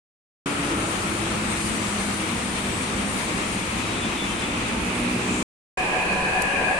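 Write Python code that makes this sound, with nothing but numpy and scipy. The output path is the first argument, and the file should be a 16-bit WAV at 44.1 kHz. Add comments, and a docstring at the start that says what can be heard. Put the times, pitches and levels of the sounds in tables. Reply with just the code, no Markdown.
"""Engines drone and pull away on a road under a metro viaduct: harmonics of each firing rate through an exhaust.
Tyre noise and hiss are shaped stereo noise; whirring, thin brake chirps, a far horn and brake air join in.
After a short silence, a station platform: throbbing motor tones, gear resonances and jittering inverter whine
in a roaring hall, and a finger's decaying noise ticks against the microphone housing."""
import sys
import numpy as np
from scipy import signal
from scipy.fft import rfft, irfft, next_fast_len
from scipy.io import wavfile
from scipy.ndimage import uniform_filter1d, map_coordinates

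SR = 44100
rng = np.random.default_rng(int(sys.argv[2]) if len(sys.argv) > 2 else 0)


def dump(signal):
    """Clip the signal to [-1, 1] and save it as 16-bit WAV at the path in sys.argv[1]."""
    limited = np.clip(np.atleast_2d(signal).T, -1, 1)
    pcm = np.round(limited * 32767).astype(np.int16)
    wavfile.write(sys.argv[1], SR, pcm)


N = 299439

# All colour tables are relative: the noise they shape is levelled afterwards.
# Colour of the far engines' rumble: frequency_hz, density_db (per Hz)
RUMBLE_COLOUR = [(12, -39.5), (20, -19), (55, -4), (80, -6), (105, -5), (135, -9), (195, 0.5), (270, -4.5),
                 (335, -5.5), (400, -12), (530, -10.5), (620, -26), (800, -61)]
# Colour of tyres on asphalt: frequency_hz, density_db (per Hz)
TYRE_COLOUR = [(240, -20), (400, -3), (537, -8), (595, -2.5), (1310, -0.5), (1540, -4.5), (2400, -2.5),
               (3010, -7), (3560, -9.5), (3810, -10.5), (5120, -17.5), (6000, -16.5), (7800, -16.5),
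               (13200, -120)]
# Colour of the treble hiss: frequency_hz, density_db (per Hz)
HISS_COLOUR = [(2820, -10.5), (4800, -6), (5180, -8.5), (7320, -5), (8620, 1), (9400, 0), (10300, -8),
               (12500, -19.5), (14200, -39)]
# Level course of the hiss before a common trim: time_s, level_db
HISS_COURSE = [(0.5, -41.5), (0.91, -38.5), (1.4, -40.5), (1.62, -36.5), (2.32, -39.5), (3.05, -40.5),
               (3.17, -37.5), (3.3, -39.5), (4.47, -43), (5.25, -42.5)]
# Stereo likeness of the street: frequency_hz, left_right_correlation (-1 to 1)
STREET_LIKENESS = [(25, .88), (60, .97), (130, .95), (290, .88), (640, .43), (1400, -.14), (3000, .12),
                   (6700, 0)]
# Stereo lean of the street: frequency_hz, left_minus_right_db
STREET_BALANCE = [(200, 0.5), (700, 0), (1280, 1.5), (2400, 4.5), (4400, 4.5), (8000, 4)]
# Passing engines, one curve each: time_s, firing_hz, level_db (before the exhaust's resonance)
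ENGINE_PASSES = [
    [(0.4, 141.5, -28), (0.57, 141.5, -30), (0.76, 145.5, -29), (1, 144, -44)],
    [(0.6, 166, -42), (0.72, 165, -31), (1, 162, -38), (1.3, 169, -33.5), (2.1, 159, -45), (2.25, 159, -33),
     (2.5, 158, -48)],
    [(2.25, 118, -45), (2.7, 125, -38), (3.05, 132.5, -32.5), (3.25, 131, -44)],
    [(3.7, 53.5, -47), (4.6, 58.3, -38), (5.12, 60.9, -32), (5.26, 61.7, -31.5), (5.5, 62, -30)],
]
# Exhaust pipe resonance: frequency_hz, gain_db
EXHAUST_RESONANCE = [(60, -8), (143, -8.5), (160, -11), (185, 0), (222, -2), (241, 4.5), (249, -0.5),
                     (285, 0), (298, -5), (310, -1.5), (335, -2.5), (355, -10), (371, -3), (395, -14),
                     (428, -8), (495, -10.5), (650, -24.5)]
# Colour of the clatter at each firing: frequency_hz, density_db (per Hz)
CLATTER_COLOUR = [(300, -29.5), (900, -0.5), (2600, -7.0), (5000, -28.0), (9000, -10.5), (13000, -41.5)]
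# Booming exhaust note of a lorry: time_s, pitch_hz, level_db
LORRY_BOOM = [(1.03, 207, -61), (1.1, 208, -30), (1.23, 209, -43), (1.39, 210, -30.5), (1.6, 213, -37.5),
              (1.76, 210, -33), (2.05, 203, -36.5), (2.62, 200, -36.5), (2.85, 203, -38.5),
              (3.06, 203, -31.5), (3.5, 198, -49), (4.1, 200, -44), (4.26, 201, -35), (4.5, 200, -56)]
# Drone of an idling bus, before its level course: pitch_hz, level_db
IDLE_TONES = [(109.5, -42.5), (320, -42.5)]
# Level course of that drone: time_s, gain_db
IDLE_COURSE = [(0.55, -6), (0.75, 2.5), (2.3, -0.5), (2.8, -12), (3.9, 3), (4.8, -6.5)]
# Whirring and hissing of gearboxes and fans: centre_s, length_s, centre_hz, width_hz, peak_level_db
WHIR_PASSES = [(0.698, 1.7, 1330, 280, -38), (0.95, 1.5, 615, 260, -41), (0.95, 2.5, 338, 82.7, -37),
               (1.001, 0.7, 9050, 400, -45), (2.9, 1.3, 8450, 600, -48.5), (4.8, 0.8, 875, 160, -42.5),
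               (4.949, 0.46, 9340, 480, -42.5), (4.998, 4.5, 2500, 600, -36)]
# Brake chirps: centre_s, length_s, pitch_hz (at the centre), slide_hz_per_s, level_db
BRAKE_CHIRPS = [(1.32, .09, 8080, 0, -45), (1.53, .15, 8110, -250, -41), (1.63, .09, 8560, 900, -45),
                (2.05, .12, 8350, 200, -46), (2.45, .16, 8860, -700, -45.5), (2.75, .15, 8025, 350, -42.5),
                (2.84, .1, 8740, 400, -45.5)]
# Colour of the air let out of a brake: frequency_hz, density_db (per Hz)
BRAKE_AIR_COLOUR = [(3000, -43.5), (5500, -7.5), (7200, 1), (9000, -1), (11500, -33)]
# Horn partials, on top of the horn's level: multiple, gain_db
HORN_PARTIALS = [(1, 5), (9, -3), (10, -4), (11, -3)]
# Brief flares of single horn partials: centre_s, length_s, multiple, level_db
HORN_FLARES = [(3.8, .06, 10, -42.5), (3.92, .16, 11, -45), (3.975, .1, 10, -43), (4.3, .06, 10, -45),
               (4.5, .05, 10, -46), (4.05, .07, 10, -37.5), (4.22, .1, 10, -35.5), (4.31, .09, 9, -42.5),
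               (4.385, .05, 10, -42), (4.41, .08, 9, -44), (4.44, .045, 10, -39)]
# Colour of the station hall's roar: frequency_hz, density_db (per Hz)
HALL_COLOUR = [(25, -4.5), (60, -1.5), (130, -5.5), (400, 0.5), (900, 1), (1040, -3), (1300, -7.5),
               (2000, -5), (2800, -5.5), (3250, -12.5), (3600, -16), (4000, -14), (5500, -21.5),
               (9400, -16.5), (11000, -30), (14200, -47.5)]
# Stereo likeness of the hall: frequency_hz, left_right_correlation (-1 to 1)
HALL_LIKENESS = [(60, 0.93), (290, 0.87), (640, 0.48), (1400, -0.16), (3000, 0.016), (6700, -0.022)]
# Stereo lean of the hall: frequency_hz, left_minus_right_db
HALL_BALANCE = [(200, 0.82), (700, -0.5), (1300, 1.6), (2400, -0.18), (8000, -1.5)]
# Swelling resonances of gears and running gear: centre_s, length_s, centre_hz, width_hz, level_db
GEAR_SWELLS = [(6.3, 1.4, 194, 69, -39), (6.32, .2, 500, 70, -38), (6.45, .3, 810, 120, -37),
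               (6.68, .2, 760, 220, -33.5)]
# Inverter whine bands: centre_hz, width_hz, far_level_db, nearest_gain_db,
# far_left_minus_right_db, nearest_added_left_minus_right_db
WHINE_BANDS = [(1660, 155, -38.5, 7, -5, 15), (2475, 235, -33, 0, -4, 8)]
# Surges, one row for the lower and one for the upper whine band: centre_s
WHINE_SURGES = [
    [5.96, 6.265, 6.39, 6.44, 6.5, 6.59, 6.69, 6.79],
    [5.83, 6.02, 6.11, 6.37, 6.58, 6.66],
]
# Traction motor tones: pitch_hz, steady_level_db
MOTOR_TONES = [(188.4, -45), (372.5, -46), (558, -50), (743.5, -43.5), (995.5, -42), (1097.5, -43.5),
               (1195.5, -48), (1793, -48)]
# Throbs of single motor tones: centre_s, length_s, tone_hz, level_db
MOTOR_THROBS = [(5.805, .075, 743.5, -27.5), (5.965, .055, 743.5, -27.5), (5.98, .14, 995.5, -35),
                (6.135, .08, 188.4, -31), (6.18, .07, 743.5, -34), (6.21, .16, 995.5, -34.5),
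                (6.275, .05, 743.5, -30.5), (6.37, .06, 743.5, -27.5), (6.42, .14, 995.5, -36),
                (6.57, .08, 558, -35), (6.62, .05, 743.5, -30.5), (6.66, .2, 995.5, -38.5),
                (6.705, .065, 743.5, -27.5), (6.75, .14, 558, -34)]
# Finger ticks on the microphone housing: start_s, level_db
FINGER_TICKS = [(6.4208, -19.5), (6.4242, -27.5)]
# Colour of the ticks: frequency_hz, density_db (per Hz)
TICK_TIMBRE = [(2000, -22), (4500, -3), (7000, -2), (10000, 5), (12500, -9), (14200, -22)]

# Start and end of each scene in seconds
STREET_SPAN_S, PLATFORM_SPAN_S = (0.4585, 5.43), (5.772, 6.8)
TOP_HZ = 14300
RUMBLE_DB, TYRE_DB, HISS_TRIM_DB = -31.5, -32, 0.74
# Rolling noise sits a little left and swings right while a vehicle goes by on that side
ROLLING_LEAN_DB, TYRE_SWING_DB, WHIR_SWING_DB = 1, -4, -12
SWING_AT_S, SWING_WIDTH_S = 4.98, 0.34
ENGINE_FADE_S, CLATTER_DB = 0.075, -5.0
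CHIRP_JITTER_HZ = 22
# The brake air swells until it is fully open, then holds
AIR_OPEN_S, AIR_RISE_DB_PER_S, AIR_DB = 5.33, 131.5, -39
HORN_START_S, HORN_END_S, HORN_DB = 3.77, 4.54, -47.5
HORN_START_HZ, HORN_SAG_HZ_PER_S = 350.2, 3.3
ROAR_DB = -28.5
# A motor car's nearest moment, and the time it takes to roll its own distance from the ear
CAR_NEAREST_S, CAR_PASS_S = 6.56, 0.34
SURGE_S, SURGE_DB = 0.06, 3
# Pitch jitter as a share of the band's width, and the share of power that is hall wash
WHINE_SPREAD, WHINE_WET = 0.42, 0.45
TICK_DECAY_S = 0.013  # time to fall 60 dB


def amp(db):
    """Decibels to gain."""
    return 10 ** (np.asarray(db) / 20)


def unit(x):
    """Scale to rms 1."""
    return x / np.sqrt(np.mean(x ** 2) + 1e-20)


def clock():
    """Time of each sample in seconds."""
    return np.arange(N) / SR


def along(points, hz):
    """Read (frequency, value) points on a log frequency axis."""
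    f, v = np.transpose(points)
    return np.interp(np.log(hz + 1), np.log(f + 1), v)


def curves(rows):
    """One value per sample for each column after the time."""
    s, *columns = np.transpose(rows)
    return [np.interp(clock(), s, column) for column in columns]


def gate(start, end, fade):
    """One between two times, with linear edges."""
    return np.clip(np.minimum(clock() - start, end - clock()) / fade, 0, 1)


def swell(s, length):
    """A rounded rise and fall centred on time s."""
    return np.sqrt(gate(s - length / 2, s + length / 2, fade=length / 2))


def nearness(s, width):
    """Inverse-square closeness of something rolling past: 1 at time s, one half a width earlier or later."""
    return 1 / (1 + ((clock() - s) / width) ** 2)


def wobble(rate):
    """A smooth random curve, rate knots a second."""
    coarse = np.linspace(0, N / SR, 4000)
    knots = rng.standard_normal(int(N * rate / SR) + 4)
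    smooth = map_coordinates(knots, [coarse * rate], mode="nearest")
    return np.interp(clock(), coarse, smooth)


def cycles(hz):
    """Running phase of a changing frequency."""
    return 2 * np.pi * np.cumsum(hz) / SR


def filtered(x, response):
    """Multiply the spectrum of x by a response of frequency."""
    m = next_fast_len(N + 8192)
    return irfft(rfft(x, m) * response(np.fft.rfftfreq(m, 1 / SR)), m)[..., :N]


def pan(lean_db):
    """Left and right gains of constant power from a left minus right level."""
    gains = amp(np.outer([.5, -.5], lean_db))
    return gains / np.sqrt(np.mean(gains ** 2, axis=0))


def patchy(patchy_db):
    """Two white noises sharing random patches of gain in time and frequency."""
    z = signal.stft(rng.standard_normal((2, N)), nperseg=512)[2]
    field = rng.standard_normal(z.shape[1:])
    field = uniform_filter1d(field, size=6, axis=0)
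    field = uniform_filter1d(field, size=16, axis=1)
    return signal.istft(z * amp(patchy_db * unit(field)), nperseg=512)[1][:, :N]


def diffuse(pair, colour, alike, lean):
    """Colour two noises and mix them into a stereo field whose middle has rms 1."""
    def middle_and_side(hz):
        # This angle shares power so that the ears correlate as the likeness table asks
        angle = np.arccos(np.clip(along(alike, hz), -1, 1)) / 2
        return colour(hz) * np.array([np.cos(angle), np.sin(angle)])

    mid, side = filtered(pair, middle_and_side)
    ears = np.array([mid + side, mid - side])
    ears = filtered(ears, lambda hz: amp(np.outer([.5, -.5], along(lean, hz))))
    return ears / np.std(ears.mean(0))


def street_noise(spectrum, patchy_db):
    """Noise arriving from the whole road."""
    return diffuse(patchy(patchy_db), lambda hz: amp(along(spectrum, hz)), STREET_LIKENESS, STREET_BALANCE)


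def narrow_noise(centre, width, alike, lean):
    """Noise ringing in one steep resonance."""
    return diffuse(patchy(1.3), lambda hz: 1 / (1 + (2 * (hz - centre) / width) ** 2), alike, lean)


def scattered(phase, share, rate):
    """A tone of about rms 1 with a share of its power in reflections that fade differently at each ear."""
    echoes = np.array([wobble(rate) * np.sin(phase) + wobble(rate) * np.cos(phase) for ear in range(2)])
    share = np.clip(share, 0, 1)
    return np.sqrt(2 * (1 - share)) * np.sin(phase) + np.sqrt(share) * echoes


def road_pan(swing_db):
    """Stereo place of the rolling noise, swinging as a vehicle goes by."""
    return pan(ROLLING_LEAN_DB + swing_db * nearness(SWING_AT_S, SWING_WIDTH_S))


def road():
    """Far engines rumble, tyres roar and hiss on the asphalt: three wavering bands of noise."""
    hiss_db, = curves(HISS_COURSE)
    rumble = amp(RUMBLE_DB + 0.93 * wobble(14)) * street_noise(RUMBLE_COLOUR, patchy_db=-0.7)
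    tyres = amp(TYRE_DB + 0.8 * wobble(24.94)) * street_noise(TYRE_COLOUR, patchy_db=0.77)
    hiss = amp(hiss_db + HISS_TRIM_DB + 0.69 * wobble(40)) * street_noise(HISS_COLOUR, patchy_db=1.6)
    return rumble + tyres * road_pan(TYRE_SWING_DB) + hiss


def engines(count=8):
    """Multiples of each firing rate sound through the exhaust pipe; every firing also gives a puff of clatter."""
    drone, puffs = np.zeros(N), np.zeros(N)
    for rows in ENGINE_PASSES:
        firing_hz, level_db = curves(rows)
        phase = cycles(firing_hz * (1 + 0.004 * wobble(21.82)))
        level = amp(level_db) * gate(rows[0][0], rows[-1][0], fade=ENGINE_FADE_S)
        for order in range(1, count + 1):
            pipe_db = along(EXHAUST_RESONANCE, order * firing_hz) + 1.1 * wobble(9)
            drone += level * amp(pipe_db) * np.sin(order * phase + rng.uniform(0, 2 * np.pi))
        # One smooth pulse per firing
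        puffs += level * np.exp(3.2 * (np.cos(phase) - 1))
    return drone + amp(CLATTER_DB) * puffs * street_noise(CLATTER_COLOUR, patchy_db=-0.5)


def idling_bus():
    """Two unsteady tones drone as the bus idles."""
    course_db, = curves(IDLE_COURSE)
    drone = np.zeros(N)
    for hz, db in IDLE_TONES:
        level = amp(db + course_db + 1.5 * wobble(7))
        drone += level * np.sin(cycles(hz * (1 + 0.00772 * wobble(14))))
    return drone


def lorry():
    """A lorry's exhaust booms on one drifting note with scattered reflections."""
    boom_hz, boom_db = curves(LORRY_BOOM)
    return amp(boom_db) * scattered(cycles(boom_hz), share=0.13, rate=12)


def whirs():
    """Gearboxes and fans whirr in narrow noise bands that swell and fade as vehicles go by."""
    sound = np.zeros((2, N))
    for s, length, hz, width, db in WHIR_PASSES:
        resonance = narrow_noise(hz, width, STREET_LIKENESS, STREET_BALANCE)
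        sound += amp(db) * swell(s, length) ** 2 * resonance  # squared: straight rise and fall
    return sound * road_pan(WHIR_SWING_DB)


def brake_chirps():
    """Pads chirp thinly on their discs: jittering tones that may slide, a little to the left."""
    chirps = np.zeros((2, N))
    for s, length, hz, slide, db in BRAKE_CHIRPS:
        pitch_hz = hz + slide * (clock() - s) + CHIRP_JITTER_HZ * wobble(70)
        chirps += amp(db) * swell(s, length) * scattered(cycles(pitch_hz), share=0.3, rate=80)
    return chirps * amp([[1.5], [-1.5]])


def horn():
    """A far disc horn sags in pitch; only its fundamental and partials near its plate resonance stand out."""
    hz = HORN_START_HZ - HORN_SAG_HZ_PER_S * (clock() - HORN_START_S)
    phase = cycles(hz * (1 + 0.00066 * wobble(30)))
    held = amp(HORN_DB) * gate(HORN_START_S, HORN_END_S, fade=0.037)
    sound = np.zeros((2, N))
    for order, db in HORN_PARTIALS:
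        flares = np.zeros(N)
        for s, length, partial, peak_db in HORN_FLARES:
            if partial == order:
                flares += amp(peak_db) * swell(s, length)
        level = np.hypot(amp(db) * held, flares)
        sound += level * scattered(order * phase, share=0.15, rate=25)
    return sound


def brake_air():
    """Air let out of a brake: turbulent noise swelling as the valve opens."""
    air_db = AIR_DB - AIR_RISE_DB_PER_S * np.maximum(AIR_OPEN_S - clock(), 0)
    return amp(air_db) * street_noise(BRAKE_AIR_COLOUR, patchy_db=-0.5)


def hall_roar():
    """The station hall roars steadily: diffuse coloured noise."""
    roar = diffuse(patchy(0.93), lambda hz: amp(along(HALL_COLOUR, hz)), HALL_LIKENESS, HALL_BALANCE)
    return amp(ROAR_DB) * roar


def motors():
    """Wavering traction motor tones throb one by one over their steady level."""
    sound = np.zeros((2, N))
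    for hz, db in MOTOR_TONES:
        throbs = np.zeros(N)
        for s, length, tone_hz, peak_db in MOTOR_THROBS:
            if tone_hz == hz:
                throbs += amp(peak_db) * swell(s, length)
        phase = cycles(hz * (1 + 0.0035 * wobble(20)))
        sound += np.hypot(amp(db), throbs) * scattered(phase, share=0.12, rate=22)
    return sound


def whine_band(centre, width):
    """A tone of even strength that jitters quickly across its band, plus its wash in the hall."""
    pitch_hz = centre + WHINE_SPREAD * width * np.array([wobble(width), wobble(width)])
    direct = np.array([np.sin(cycles(hz)) for hz in pitch_hz])
    direct /= np.std(direct.mean(0))
    wash = narrow_noise(centre, width, HALL_LIKENESS, HALL_BALANCE)
    return np.sqrt(1 - WHINE_WET) * direct + np.sqrt(WHINE_WET) * wash


def inverter():
    """Two whine bands surge and swing left as a motor car passes; the lower also swells with its nearness."""
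    near = nearness(CAR_NEAREST_S, CAR_PASS_S)
    sound = np.zeros((2, N))
    for band, surges in zip(WHINE_BANDS, WHINE_SURGES):
        centre, width, far_db, gain_db, lean_db, swing_db = band
        surge_db = SURGE_DB * sum(swell(s, SURGE_S) for s in surges)
        level = amp(far_db + gain_db * near + surge_db)
        sound += level * pan(lean_db + swing_db * near) * whine_band(centre, width)
    return sound


def gears():
    """Gears and running gear drone: narrow noise resonances that swell and fade."""
    sound = np.zeros((2, N))
    for s, length, centre, width, db in GEAR_SWELLS:
        sound += amp(db) * swell(s, length) * narrow_noise(centre, width, HALL_LIKENESS, HALL_BALANCE)
    return sound


def finger():
    """Tiny dry ticks on the microphone housing: noise that starts at once and dies exponentially."""
    decay = np.zeros(N)
    for s, db in FINGER_TICKS:
        decay += amp(db - 60 * np.abs(clock() - s) / TICK_DECAY_S) * (clock() >= s)
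    noise = filtered(rng.standard_normal((2, N)), lambda hz: amp(along(TICK_TIMBRE, hz)))
    return decay * unit(noise)


def scene():
    """First the street, then the platform, with silence around them."""
    street = road() + engines() + idling_bus() + lorry() + whirs() + brake_chirps() + horn() + brake_air()
    platform = hall_roar() + motors() + inverter() + gears() + finger()
    return street * gate(*STREET_SPAN_S, fade=0.0017) + platform * gate(*PLATFORM_SPAN_S, fade=0.0031)


def record(dry):
    """Limit the band: the treble falls away over the last 100 Hz and nothing is left above the top."""
    return filtered(dry, lambda hz: np.clip((TOP_HZ - hz) / 100, 0, 1))


dry = scene()
out = record(dry)
dump(out)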